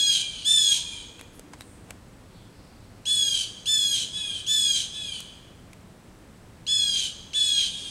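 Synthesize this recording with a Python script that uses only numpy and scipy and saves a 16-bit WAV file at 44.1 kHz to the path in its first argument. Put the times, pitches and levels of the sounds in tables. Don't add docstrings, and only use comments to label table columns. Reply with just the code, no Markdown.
import sys
import numpy as np
from scipy import signal
from scipy.fft import rfft, irfft, next_fast_len
from scipy.io import wavfile

SR = 44100
rng = np.random.default_rng(int(sys.argv[2]) if len(sys.argv) > 2 else 0)


def transcribe(signal):
    frames = np.atleast_2d(signal).T
    limited = np.clip(frames, -1, 1)
    pcm = np.round(limited * 32767).astype(np.int16)
    wavfile.write(sys.argv[1], SR, pcm)


N = 348390
TIME = np.arange(N) / SR

# (frequency [Hz], gain [dB])
THROAT = [(1200, -31.5), (2000, -28.5), (2450, -2), (2750, -10), (3150, -3), (3500, -1), (4050, 5),
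          (4500, -6.5), (5500, -6.5), (6500, -3.5), (7400, -10.5), (8900, -4), (10300, -20.5), (13000, -28),
          (15500, -42)]


def from_db(db):
    return 10 ** (np.asarray(db) / 20)


def rms_one(x):
    return x / np.sqrt(np.mean(x ** 2) + 1e-20)


def at_hz(points, hz):
    known_hz, values = np.transpose(points)
    return np.interp(np.log(np.maximum(hz, 1)), np.log(known_hz), values)


def noise(spectrum, size):
    gain = from_db(at_hz(spectrum, np.fft.rfftfreq(size, 1 / SR)))
    return rms_one(irfft(rfft(rng.standard_normal(size)) * gain, size))


def drift(rate, size):
    steps = np.arange(size) * rate / SR
    targets = rng.standard_normal(2048)
    return np.sqrt(3 / 2) * np.interp(steps, np.arange(len(targets)), targets)


def resonate(x, hz, width_hz):
    r = np.exp(-np.pi * width_hz / SR)
    feedback = [1, -2 * r * np.cos(2 * np.pi * hz / SR), r * r]
    return signal.lfilter([(1 - r * r) / 2, 0, (r * r - 1) / 2], feedback, x)


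def narrow_noise(hz, width_hz):
    once = resonate(rng.standard_normal(N), hz, width_hz)
    return rms_one(resonate(once, hz, width_hz))


def highpass(order, hz):
    return signal.butter(order, hz, "high", fs=SR, output="sos")


def add(out, start_s, sound):
    i = round(start_s * SR)
    sound, i = sound[max(-i, 0):], max(i, 0)
    out[i:i + len(sound)] += sound[:max(N - i, 0)]


def call_shape(age, length_s, crest_s, top_hz, sag_hz_per_s):
    climb_hz_per_s, fade_db_per_s, swell_s = 480, 19, .012
    before = np.maximum(crest_s - age, 0)
    after = np.maximum(np.minimum(age, length_s) - crest_s, 0)
    droop = np.exp(np.minimum(age - length_s, 0) / .0348)
    pitch_hz = top_hz - climb_hz_per_s * before - sag_hz_per_s * after - 78.1 * droop
    loudness_db = -20.5 * np.exp(-age / swell_s) - fade_db_per_s * after - 6.5 * droop
    return pitch_hz, loudness_db


def reedy_tone(half_hz, phase, partials, doubled, half_db, quarter_db, waver_db):
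    size = len(phase)
    second_harmonic_db = at_hz(THROAT, 4 * half_hz)

    def partial(multiple, db):
        gain = from_db(db + at_hz(THROAT, multiple * half_hz) - second_harmonic_db)
        return gain * np.sin(multiple * phase + 2 * np.pi * rng.random())

    tone = np.zeros(size)
    for multiple, db in partials:
        if multiple % 2:
            tone += doubled * partial(multiple, db + half_db + waver_db * drift(14.2, size))
        else:
            tone += partial(multiple, db + (multiple > 4) * 2.5 * drift(12.5, size))
    for multiple in range(3, 12):
        tone += doubled * partial(multiple + .5, quarter_db + waver_db * drift(30.7, size))
    return np.sqrt(2) * tone


def jeer(call, partials, jitter, hoarse_jitter, clear_shake, clear_rasp_db, break_s,
         waver_db, doubling_s, flutter, attack_s, release_s):
    (length_s, crest_s, top_hz, sag_hz_per_s, level_db, leap_octaves, leap_s,
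     hoarse_s, rasp_db, half_db, quarter_db, beak_db) = call
    size = next_fast_len(SR // 2)
    age = np.arange(size) / SR
    pitch_hz, loudness_db = call_shape(age, length_s, crest_s, top_hz, sag_hz_per_s)
    hoarse = .5 + .5 * np.tanh((age - length_s + hoarse_s) / break_s)
    doubled = 1 - np.exp(-(age / doubling_s) ** 2)
    pitch_hz *= 2 ** (-leap_octaves * np.exp(-age / leap_s))
    pitch_hz *= 1 + (jitter + hoarse_jitter * hoarse) * drift(349.8, size) + .00289 * drift(25.05, size)
    half_hz = pitch_hz / 4
    shake_radians = (clear_shake + .052 * hoarse) * drift(1100, size)
    phase = 2 * np.pi * np.cumsum(half_hz) / SR + shake_radians
    tone = reedy_tone(half_hz, phase, partials, doubled, half_db, quarter_db, waver_db)
    tone *= 1 + flutter * hoarse * np.tanh(drift(450, size))
    rasp = noise(THROAT, size) * (1 + .5 * np.cos(2 * phase))
    rasp = signal.sosfilt(highpass(4, 2300), rasp)
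    rasp_gain = from_db(clear_rasp_db) + hoarse * from_db(rasp_db) + .122 * (1 - doubled)
    voice = (tone + rasp_gain * rasp) / np.sqrt(1 + rasp_gain ** 2)
    voice += (from_db(beak_db) - 1) * signal.sosfiltfilt(highpass(3, 5000), voice)
    voice = signal.sosfilt(signal.butter(3, [1500, 13500], "band", fs=SR, output="sos"), voice)
    gate = np.minimum(age / attack_s, 1) * np.exp(-np.maximum(age - length_s, 0) / release_s)
    return voice * gate * from_db(level_db + loudness_db)


def jay(calls, **voice):
    out = np.zeros(N)
    for start_s, *call in calls:
        add(out, start_s, jeer(call, **voice))
    return out


def near_jay():
    # (start [s], length [s],
    # time to top pitch [s], top pitch [Hz], sag [Hz/s], relative level [dB], leap [octaves],
    # leap time [s], hoarse ending [s], rasp [dB], halfway tones [dB], quarter-way tones [dB], treble [dB])
    calls = [ (-0.14, .355, .09, 3412, 1042, -20, 0.46, 0.0056, .1, -4, -2.5, -29, -2),
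             (0.445, 0.34, 0.079, 3555, 1471, -19.5, .25, .01, 0.062, 0.5, -4.5, -25, 1),
             (3.053, 0.39, 0.071, 3443, 1153, -23, 0.57, 0.0052, .1, -5, -4.5, -25, 0.5),
             (3.656, 0.38, 0.048, 3514, 1178, -22, 0.52, 0.0074, 0.091, 0, -3, -48, 0),
             (4.464, 0.37, .08, 3506, 1504, -22.5, .44, 0.0069, 0.072, 0.5, -4, -26.5, 0.5),
             (6.665, 0.41, 0.081, 3433, 1155, -23, 0.53, 0.0053, 0.12, -0.5, -2, -38, -3),
             (7.333, .35, .05, 3469, 1045, -21.5, 0.81, 0.004, 0.096, -0.5, -2, -22, -4)]
    # (frequency [multiples of half the base pitch], relative level [dB])
    partials = [(2, 1.5), (3, -19.5), (4, 1), (5, -15), (6, -8.5), (7, -16), (8, -6), (9, -6), (10, -8.5),
                (11, -11), (12, -9.5), (13, -9.5), (14, -5.5), (15, -10), (16, -7), (17, -6)]
    return jay(calls, partials=partials, jitter=.0038, hoarse_jitter=.0062, clear_shake=.011,
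               clear_rasp_db=-25, break_s=.022, waver_db=2, doubling_s=.026, flutter=.85,
               attack_s=.0019, release_s=.0036)


def wood(x, trunks_db, trunks_s, tail_db, dullness):
    # (frequency [Hz], time [s])
    ring_times = [(1000, 1.76), (3200, 1.01), (6500, 1.08), (10000, 0.76), (15000, 0.16)]
    t, echoes_per_s = TIME[:SR], 500
    trunks = rng.standard_normal(SR) * (rng.random(SR) < echoes_per_s / SR)
    trunks *= np.exp(-t / trunks_s) * (t > .006)
    trunks = signal.lfilter([1 - dullness], [1, -dullness], trunks / np.sqrt(np.sum(trunks ** 2)))
    hz, frame_s, scatter = signal.stft(rng.standard_normal(SR), SR, nperseg=256)
    scatter *= from_db(-60 * frame_s / at_hz(ring_times, hz)[:, None])
    tail = signal.lfilter([1], [1, -dullness], signal.istft(scatter, SR)[1][:SR])
    tail *= 1 - np.exp(-t / .028)
    echoes = from_db(trunks_db) * trunks + from_db(tail_db) * tail / np.sqrt(np.sum(tail ** 2))
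    return x + signal.fftconvolve(x, echoes)[:N]


def rumble():
    # (frequency [Hz], relative level [dB])
    colour = [(15, -36), (25, -2), (113, -2), (133, -6.5), (169, -2.5), (389, -11.5), (434, -13),
              (496, -12.5), (685, -16.5), (1340, -20.5), (2430, -25.5), (6580, -32.5), (9080, -31.5),
              (11300, -39), (15600, -42)]
    return from_db(-49.26) * noise(colour, N)


def hum():
    # (time [s], relative level [dB])
    levels = [(0.0, -65), (1.06, -67), (3.21, -56.5), (5.35, -65), (5.96, -58), (6.09, -69.5), (6.49, -58),
              (7.9, -71)]
    level_db = np.interp(TIME, *np.transpose(levels)) + 1.5
    return from_db(level_db) * narrow_noise(hz=109, width_hz=14)


def insect():
    return from_db(-76.5) * narrow_noise(hz=7820, width_hz=350)


def far_jay():
    calls = [ (0.17, 0.29, 0.044, 3237, 1283, -36, 0.057, .01, .1, -3, 5.5, -14, -8.5),
             (0.79, .25, 0.055, 3300, 1240, -40.5, 0.048, 0.0101, 0.13, -8, 7, -22, -4),
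             (4.12, .28, 0.076, 3410, 1507, -28.5, 0.066, 0.0093, 0.038, -2, -5.5, -25, -0.5),
             (4.915, 0.27, .07, 3445, 2104, -32, 0.0755, 0.0098, 0.066, -26, -1, -21, -2),
             (7.68, 0.25, 0.064, 3295, 608, -34.5, 0.049, .01, 0.2, -15, -3.5, -14, -0.5)]
    partials = [(2, 3), (3, -15), (4, 1), (5, -24), (6, -9.5), (7, -33), (8, -12.5), (9, -11), (10, -10.5),
                (11, -10), (12, -4.5), (13, -8), (14, -8)]
    return jay(calls, partials=partials, jitter=.0036, hoarse_jitter=.0047, clear_shake=.048,
               clear_rasp_db=-22.5, break_s=.031, waver_db=4, doubling_s=.022, flutter=.46,
               attack_s=.008, release_s=.022)


def faint_sounds():
    # (middle [s], length [s], pitch [Hz], width [Hz], level [dB])
    bands = [(1.36, 0.055, 10100, 4500, -58.5), (1.702, 0.21, 8450, 2000, -60),
             (2.368, .14, 4040, 710, -67), (2.41, .18, 3330, 400, -63), (2.672, 0.67, 4400, 1220, -67),
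             (2.37, .14, 4430, 90.5, -68), (2.62, .2, 5220, 90, -70), (0.779, 0.5, 940, 61.8, -60),
             (1.297, 1.24, 476, 47, -63.5), (1.512, 0.76, 295, 40.6, -57.5), (3.304, 0.91, 496, 30, -63)]
    out = np.zeros(N)
    for middle_s, length_s, hz, width_hz, db in bands:
        swell = np.exp(-(2 * (TIME - middle_s) / length_s) ** 2)
        out += from_db(db) * swell * narrow_noise(hz, width_hz)
    return out


def ticks(ring_db, ring_width_hz, level_db, scuff_db, scuff_s):
    # (time [s], relative peak [dB], ring pitch [Hz], fade time [s], treble [dB])
    cracks = [(1.194, -31, 2690, 0.0051, -18), (1.212, -20.5, 2480, 0.00085, 1),
              (1.395, -24.5, 473, 0.0011, 7), (1.534, -27.5, 880, 0.0067, -18),
              (1.609, -21, 3900, 0.00054, 4), (1.618, -33.5, 4040, 0.0042, 0),
              (1.907, -22, 655, 0.0014, -8.5), (5.205, -20.5, 3170, 0.00048, 13),
              (5.732, -31, 2310, 0.0023, 1)]
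    # (frequency [Hz], relative level [dB])
    colour = [(200, -5.5), (700, -2.5), (2500, -0.5), (4200, -5), (6000, -6), (8000, -1.5), (11000, -8),
              (15500, -21)]
    out, lead_s = np.zeros(N), .08
    t = TIME[:8192] - lead_s
    for time_s, db, ring_hz, decay_s, treble_db in cracks:
        snap = np.exp(-np.abs(t) / np.where(t < 0, .0004, decay_s))
        scuff = from_db(scuff_db) * np.exp(-np.abs(t) / scuff_s)
        crack = noise(colour, len(t)) * (snap + scuff)
        treble = signal.sosfilt(highpass(1, 5000), crack)
        ring = from_db(ring_db) * resonate(crack, ring_hz, ring_width_hz)
        tick = crack + (from_db(treble_db) - 1) * treble + ring
        add(out, time_s - lead_s, from_db(db + level_db) * tick / np.abs(tick).max())
    return out


def scene():
    near, far = near_jay(), far_jay()
    near = from_db(-1.56) * wood(near, trunks_db=-3, trunks_s=.025, tail_db=-13, dullness=.052)
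    far = from_db(-4.5) * wood(far, trunks_db=-2.5, trunks_s=.03, tail_db=-7.5, dullness=.1)
    close = ticks(ring_db=14.5, ring_width_hz=140, level_db=-4, scuff_db=-28, scuff_s=.038)
    background = rumble() + hum() + insect() + faint_sounds()
    return (near + far + close + background)[None]


def record(dry):
    cutoff_hz = 15750
    return signal.sosfilt(signal.ellip(10, .1, 80, cutoff_hz, fs=SR, output="sos"), dry)


dry = scene()
out = record(dry)
transcribe(out)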